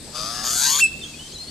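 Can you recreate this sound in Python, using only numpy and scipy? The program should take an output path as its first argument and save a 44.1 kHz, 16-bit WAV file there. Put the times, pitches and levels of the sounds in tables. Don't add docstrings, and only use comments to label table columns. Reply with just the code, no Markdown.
import sys
import numpy as np
from scipy import signal
from scipy.fft import rfft, irfft, next_fast_len
from scipy.io import wavfile
from scipy.ndimage import uniform_filter1d, map_coordinates

SR = 44100
rng = np.random.default_rng(int(sys.argv[2]) if len(sys.argv) > 2 else 0)


def store_pcm(level_fs):
    pcm = np.round(np.clip(level_fs, -1, 1) * 32767).astype(np.int16)
    wavfile.write(sys.argv[1], SR, np.atleast_2d(pcm).T)


def volts_from_db(level):
    exponent = np.asarray(level, float) / 20
    return 10 ** exponent


N = 66150
TIME = np.arange(N) / SR
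SIDE = np.array([[.5], [-.5]])


def unit(x):
    return x / np.sqrt(np.mean(x ** 2) + 1e-20)


def along(points, hz):
    f, values = np.transpose(points)
    return np.interp(np.log(hz + 1), np.log(f + 1), values)


def curves(rows):
    s, *columns = np.transpose(rows)
    return [np.interp(TIME, s, column) for column in columns]


def wobble(rate):
    return map_coordinates(rng.standard_normal(N // 8), [TIME * rate])


def tone_phase(hz):
    return 2 * np.pi * np.cumsum(hz) / SR


def filtered(x, response):
    m = next_fast_len(N + SR // 2)
    return irfft(rfft(x, m) * response(np.fft.rfftfreq(m, 1 / SR)), m)[..., :N]


def resonances(rows, f):
    return sum(volts_from_db(db) * (1j * f * w / (c * c - f * f + 1j * f * w)) ** 2 for c, w, db in rows)


# frequency in Hz, lead of left over right in radians.
PHASE_LEAD = [(100, -2.07), (6000, 0.56), (8200, -2), (11000, -1.07), (15000, -1.1)]


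def ports(x, pan):
    return filtered(x, lambda f: volts_from_db(SIDE * along(pan, f)) * np.exp(1j * SIDE * along(PHASE_LEAD, f)))


# time in seconds, pulse pitch in Hz, flutter in cycles per second,
# level in dB, flutter depth on the low partials (0-1).
RASP = [(.128, 607.8, 142.5, -48, 0.65), (.16, 610, 143, -30.5, 0.2), (.22, 631, 108.5, -31.5, 0.18),
        (.3, 694.7, 116.5, -29.5, 0.07), (.432, 750, 118, -30.5, 0.55), (.443, 602.2, 121, -26, 0.74),
        (.55, 714.4, 127, -22.5, 0), (.61, 835.5, 138.6, -20.5, 0.37), (.66, 954, 135, -17.5, 1.1),
        (.716, 1075, 140, -16.5, 0.2), (.78, 1197, 148.4, -21, 0.32), (.8, 1548, 126, -17, 0),
        (.818, 1950, 150, -32, 0.9)]
POSTURE_S = [
    .22,
    .41,
    .46,
    .59,
    .655,
    .76,
]
# resonance in Hz, width in Hz, level in dB.
SHUT = [(724, 320, -7), (1233, 184, 1), (2580, 370, -12), (3650, 590, -7), (4800, 970, -3), (6120, 710, -6),
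        (7660, 1760, -10.5), (10100, 1200, -14)]
CLOSED = [(808, 200, 1), (1165, 120, 8), (1680, 114, 8), (2900, 510, -3), (3600, 650, -2.5), (5120, 760, 5),
          (6370, 1100, 0.5), (7960, 1800, -4.5), (10400, 920, -7)]
HALF_OPEN = [(800, 260, -4), (1300, 240, 2.5), (1764, 82, -5), (3500, 950, -1), (4820, 810, 5),
             (6700, 1300, 2.5), (7800, 2600, -5.5), (11320, 1300, -6)]
WIDER = [(750, 75, -12), (990, 200, -7), (1435, 274, -2.5), (1920, 200, -17), (3500, 160, -1),
         (4600, 1300, -2), (6680, 1730, -1.5), (7800, 3100, -3.5), (11330, 1330, -9)]
OPEN = [(1003, 175, -5.5), (1596, 150, 0), (1900, 540, -7.5), (4080, 910, 5.5), (4540, 510, 2.5),
        (6580, 1300, 4.5), (7770, 1700, -0.5), (11270, 810, -3.5)]
WIDE = [(1100, 360, -8), (1750, 400, -11), (2250, 600, -12), (3480, 600, -2.5), (4380, 520, -.5),
        (5000, 400, -6), (6900, 900, 1), (8340, 3500, -9), (11640, 870, -10.5)]
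# frequency in Hz, left over right in dB.
HEAD_AWAY = [(60, -1), (180, -3), (550, -2), (1650, 1.5), (4970, 11.5), (15000, -3)]
HEAD_FACING = [(60, -.5), (1300, -.5), (2400, 0), (4400, 2.5), (7000, 8), (11000, -1), (15000, -3)]
JITTER_CYCLES, PITCH_WANDER = .017, .008
BEND_RADIANS, BENT_PARTIALS = -.8, 2.5
CHOP_SHARPNESS, HIGH_CHOP = 2.8, .22
THROB_PER_S, THROB_PEAK_S, THROB_DB = 21.9, .566, .5
BREATH_SHARE, BREATH_FROM_HZ = .48, 1300
CLAP_LEVEL, CLAP_TOP_HZ = .18, 2200


def rasp():
    hz, flutter, level_db, chop = curves(RASP)
    beat = tone_phase(flutter * (1 + .03 * wobble(40)))
    phase = tone_phase(hz * (1 + PITCH_WANDER * wobble(70)))
    phase = phase + 2 * np.pi * JITTER_CYCLES * wobble(700)

    k = np.arange(1, 23)[:, None]
    bend = np.minimum(k, BENT_PARTIALS) * BEND_RADIANS * np.sin(beat)
    partials = np.cos(k * phase + bend) * (k * hz < 16000)

    chop = np.clip(chop, 0, 1)
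    throb = volts_from_db(THROB_DB * np.cos(2 * np.pi * THROB_PER_S * (TIME - THROB_PEAK_S)))
    deep = throb * (1 + chop * np.cos(beat)) ** CHOP_SHARPNESS / (1 + chop ** CHOP_SHARPNESS)
    shallow = 1 + HIGH_CHOP * np.cos(beat)
    pulses = partials[:3].sum(0) * deep + partials[3:].sum(0) * shallow
    pulses = unit(pulses * volts_from_db(1.4 * wobble(700)))

    clicks = np.diff(np.floor(beat / (2 * np.pi)), prepend=0) * volts_from_db(wobble(120))
    claps = unit(filtered(clicks, lambda f: 1 / (1 + (f / CLAP_TOP_HZ) ** 4)))

    gated = rng.standard_normal(N) * (.3 + np.exp(np.cos(phase)))
    breath = unit(filtered(gated, lambda f: 1 / (1 + (BREATH_FROM_HZ / (f + 1)) ** 4))) * shallow

    voiced = np.sqrt(1 - BREATH_SHARE) * (pulses + CLAP_LEVEL * claps)
    source = (voiced + np.sqrt(BREATH_SHARE) * breath) * volts_from_db(.14 * wobble(32.5))
    level = (TIME > RASP[0][0]) * (TIME < RASP[-1][0]) * volts_from_db(level_db)

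    def posture(rows, weights):
        shaped = unit(filtered(source, lambda f: resonances(rows, f)))
        return level * np.interp(TIME, POSTURE_S, weights) * shaped

    postures = (SHUT, CLOSED, HALF_OPEN, WIDER, OPEN, WIDE)
    voices = [posture(rows, weights) for rows, weights in zip(postures, np.eye(6))]
    return ports(sum(voices[:2]), HEAD_AWAY) + ports(sum(voices[2:]), HEAD_FACING)


# time in seconds, pitch in Hz, level in dB.
WHISTLE = [
    (.787, 1540, -36),
    (.797, 1580, -27),
    (.8005, 2350, -29),
    (.805, 2450, -26),
    (.81, 2720, -19),
    (.822, 2725, -15),
    (.831, 2660, -10),
    (.842, 2620, -15.5),
    (.862, 2610, -15),
    (.876, 2610, -38),
]
# multiple of the pitch, level in dB re the loudest moment,
# peak time in seconds, spread in seconds.
OVERTONES = [
    (2, -27.5, 0.83, 0.032),
    (3, -14, .842, 0.0051),
    (4, -22.5, 0.84, 0.013),
    (5, -39, .835, 0.0085),
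    (3, -16, .82, 0.011),
    (4, -17, .806, 0.0025),
    (5, -24, .805, 0.0049),
]
# frequency in Hz, left over right in dB.
WHISTLE_PAN = [(2600, -2), (5200, 6), (8000, 5.5), (13000, -8)]


def whistle():
    hz, level_db = curves(WHISTLE)
    on = (TIME > WHISTLE[0][0]) & (TIME < WHISTLE[-1][0])
    phase = tone_phase(uniform_filter1d(hz, size=70))
    loudest_db = max(row[2] for row in WHISTLE)
    tone = volts_from_db(level_db) * np.sin(phase)
    for k, db, peak_s, spread_s in OVERTONES:
        waver_db = 3.5 * 2.8 / k * wobble(180.35)
        bloom = np.exp(-.5 * ((TIME - peak_s) / spread_s) ** 2)
        tone = tone + volts_from_db(db + loudest_db + waver_db) * bloom * np.sin(round(k) * phase)
    return ports(np.sqrt(2) * on * tone, WHISTLE_PAN)


# delay in seconds, level in dB, left over right in dB.
WALLS = [
    (.052, -21.5, 6),
    (0.082, -25.5, -9),
    (.128, -34.5, -11),
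    (.2, -35, -1),
    (0.271, -34, 4),
]


def walls(x):
    def response(f):
        returns = sum(volts_from_db(db + SIDE * pan_db) * np.exp(-2j * np.pi * f * s) for s, db, pan_db in WALLS)
        return returns / (1 + (f / 6500) ** 2)

    return filtered(x, response)


def echoes(x, decay, delay_s):
    hz, t, z = signal.stft(rng.standard_normal((2, SR)), SR, nperseg=256)
    decaying = z * volts_from_db(-60 * t / along(decay, hz)[:, None])
    tail = signal.istft(decaying, SR, nperseg=256)[1]
    tail = np.pad(tail, ((0, 0), (0, N)))[:, :N]
    tail = filtered(tail, lambda f: np.exp(-2j * np.pi * f * delay_s) / np.sqrt(along(decay, f)))
    return signal.fftconvolve(x, tail / np.linalg.norm(tail[0]), axes=1)[:, :N]


# frequency in Hz, time to fall 60 dB in seconds.
BUSHES = [(500, 0.051), (3000, 0.35), (12000, 0.049)]
TREES = [(500, 0.12), (2700, 1), (5400, 0.41), (7000, 0.061), (10500, 0.16), (12000, 0.064)]
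# frequency in Hz, level in dB.
SCATTER = [(600, -14), (1500, -11), (2700, -8), (5000, -2), (12000, -1)]
BUSHES_DB, TREES_DB, TREES_FROM_HZ = -7, -16.5, 1500


def foliage(bird, far):
    near = filtered(bird, lambda f: volts_from_db(along(SCATTER, f))) + far
    high = filtered(bird + far, lambda f: 1 / (1 + (TREES_FROM_HZ / (f + 1)) ** 2))
    return volts_from_db(BUSHES_DB) * echoes(near, BUSHES, .004) + volts_from_db(TREES_DB) * echoes(high, TREES, .033)


# start in seconds, length in seconds, first pitch in Hz, last pitch in Hz,
# level in dB, octave level in dB.
WARBLE = [(0.984, 0.032, 3780, 3730, -57, -76), (1.013, 0.043, 3606, 3500, -37.5, -70),
          (1.028, 0.0495, 3110, 3370, -38.5, -48), (1.074, .04, 3250, 3340, -50, -49),
          (1.136, 0.019, 2480, 2530, -41, -71), (1.148, 0.066, 3300, 3420, -48.5, -73),
          (1.191, .048, 2922, 3146, -40, -55), (1.229, 0.058, 3050, 3176, -48, -53),
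          (1.295, 0.018, 4600, 4580, -50, -80), (1.317, 0.016, 4460, 4200, -44, -80),
          (1.322, 0.025, 3040, 3435, -43.5, -43), (1.375, .016, 2960, 3100, -48, -45)]


def far_warbler():
    notes = np.zeros(N)
    for start_s, length_s, from_hz, to_hz, db, octave_db in WARBLE:
        u = np.clip((TIME - start_s) / length_s, 0, 1)
        phase = tone_phase(from_hz + (to_hz - from_hz) * u)
        swell = np.sqrt(np.abs(np.sin(np.pi * u ** .87))) * (u < 1)
        notes += swell * (volts_from_db(db) * np.sin(phase) + volts_from_db(octave_db) * np.sin(2 * phase))
    return np.sqrt(2) * notes * volts_from_db(3.5 * wobble(130) + SIDE * -2)


# time in seconds, pitch in Hz, level in dB.
THIN = [
    (1.335, 3962, -39),
    (1.347, 4255, -39.5),
    (1.365, 3927, -36),
    (1.383, 3930, -50),
    (1.389, 4147, -37.5),
    (1.429, 4220, -37.5),
    (1.462, 4330, -53),
    (1.475, 4300, -35.5),
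    (1.5, 4530, -41.5),
]


def thin_whistler():
    hz, level_db = curves(THIN)
    onset = np.clip((TIME - THIN[0][0]) / .011, 0, 1)
    thin = volts_from_db(level_db + wobble(89.5)) * onset * np.sin(tone_phase(hz))
    return np.sqrt(2) * thin * volts_from_db(SIDE * 2)


# frequency in Hz, left-right likeness (0-1).
LIKENESS = [(60, 0.78), (180, 0.92), (550, 0.89), (1650, 0.57), (4970, 0.34), (15000, 0.068)]
# frequency in Hz, left over right in dB.
NOISE_PAN = [(60, -1.5), (180, -2), (550, -0.5), (1650, -3), (4970, 7.5), (15000, 4.5)]


def rush(spectrum, patchy_db):
    z = signal.stft(rng.standard_normal((2, N)), nperseg=512)[2]
    field = uniform_filter1d(rng.standard_normal(z.shape[1:]), size=6, axis=0)
    field = uniform_filter1d(field, size=12, axis=1)
    pair = signal.istft(z * volts_from_db(patchy_db * unit(field)), nperseg=512)[1][:, :N]

    def mid_side(f):
        angle = np.arccos(np.clip(along(LIKENESS, f), -1, 1)) / 2
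        return volts_from_db(along(spectrum, f)) * np.array([np.cos(angle), np.sin(angle)])

    mid, side = filtered(pair, mid_side)
    both = unit(np.array([mid + side, mid - side]))
    return filtered(both, lambda f: volts_from_db(SIDE * along(NOISE_PAN, f)))


# frequency in Hz, level in dB per Hz.
HISS = [(900, -25), (1600, -11), (2600, -7), (4500, -1), (6600, -6), (8200, 0), (9600, -9), (15500, -25)]


def insects():
    return volts_from_db(-42) * rush(HISS, patchy_db=1.9)


# frequency in Hz, rms level in dB.
ENGINE_ORDERS = [
    (75.5, -54),
    (151, -53.5),
    (226.5, -55.5),
    (300, -62),
]


def engine():
    total = np.zeros(N)
    for hz, db in ENGINE_ORDERS:
        level = volts_from_db(db + 2.8 * wobble(6.19))
        total += level * np.sin(2 * np.pi * hz * TIME + .74 * wobble(7.49))
    return np.sqrt(2) * total


# frequency in Hz, level in dB per Hz.
RUMBLE = [(15, -42), (25, -5), (151, -8), (188, -7.5), (226, -6.5), (344, -9), (544, -13), (2000, -28),
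          (2600, -78), (4400, -120)]


def traffic():
    return volts_from_db(-44 + .42 * wobble(1.1)) * rush(RUMBLE, patchy_db=2)


def scene():
    note = whistle()
    bird = rasp() + note
    far = far_warbler() + thin_whistler()
    background = insects() + engine() + traffic()
    return bird + walls(note) + foliage(bird, far) + far + background


def roll_off(x):
    return signal.sosfilt(signal.butter(12, 15700, fs=SR, output="sos"), x)


def record(dry):
    mix = filtered(dry, lambda f: 1 / np.sqrt(1 + (f / 14400) ** 40))
    return roll_off(mix)


dry = scene()
out = record(dry)
store_pcm(out)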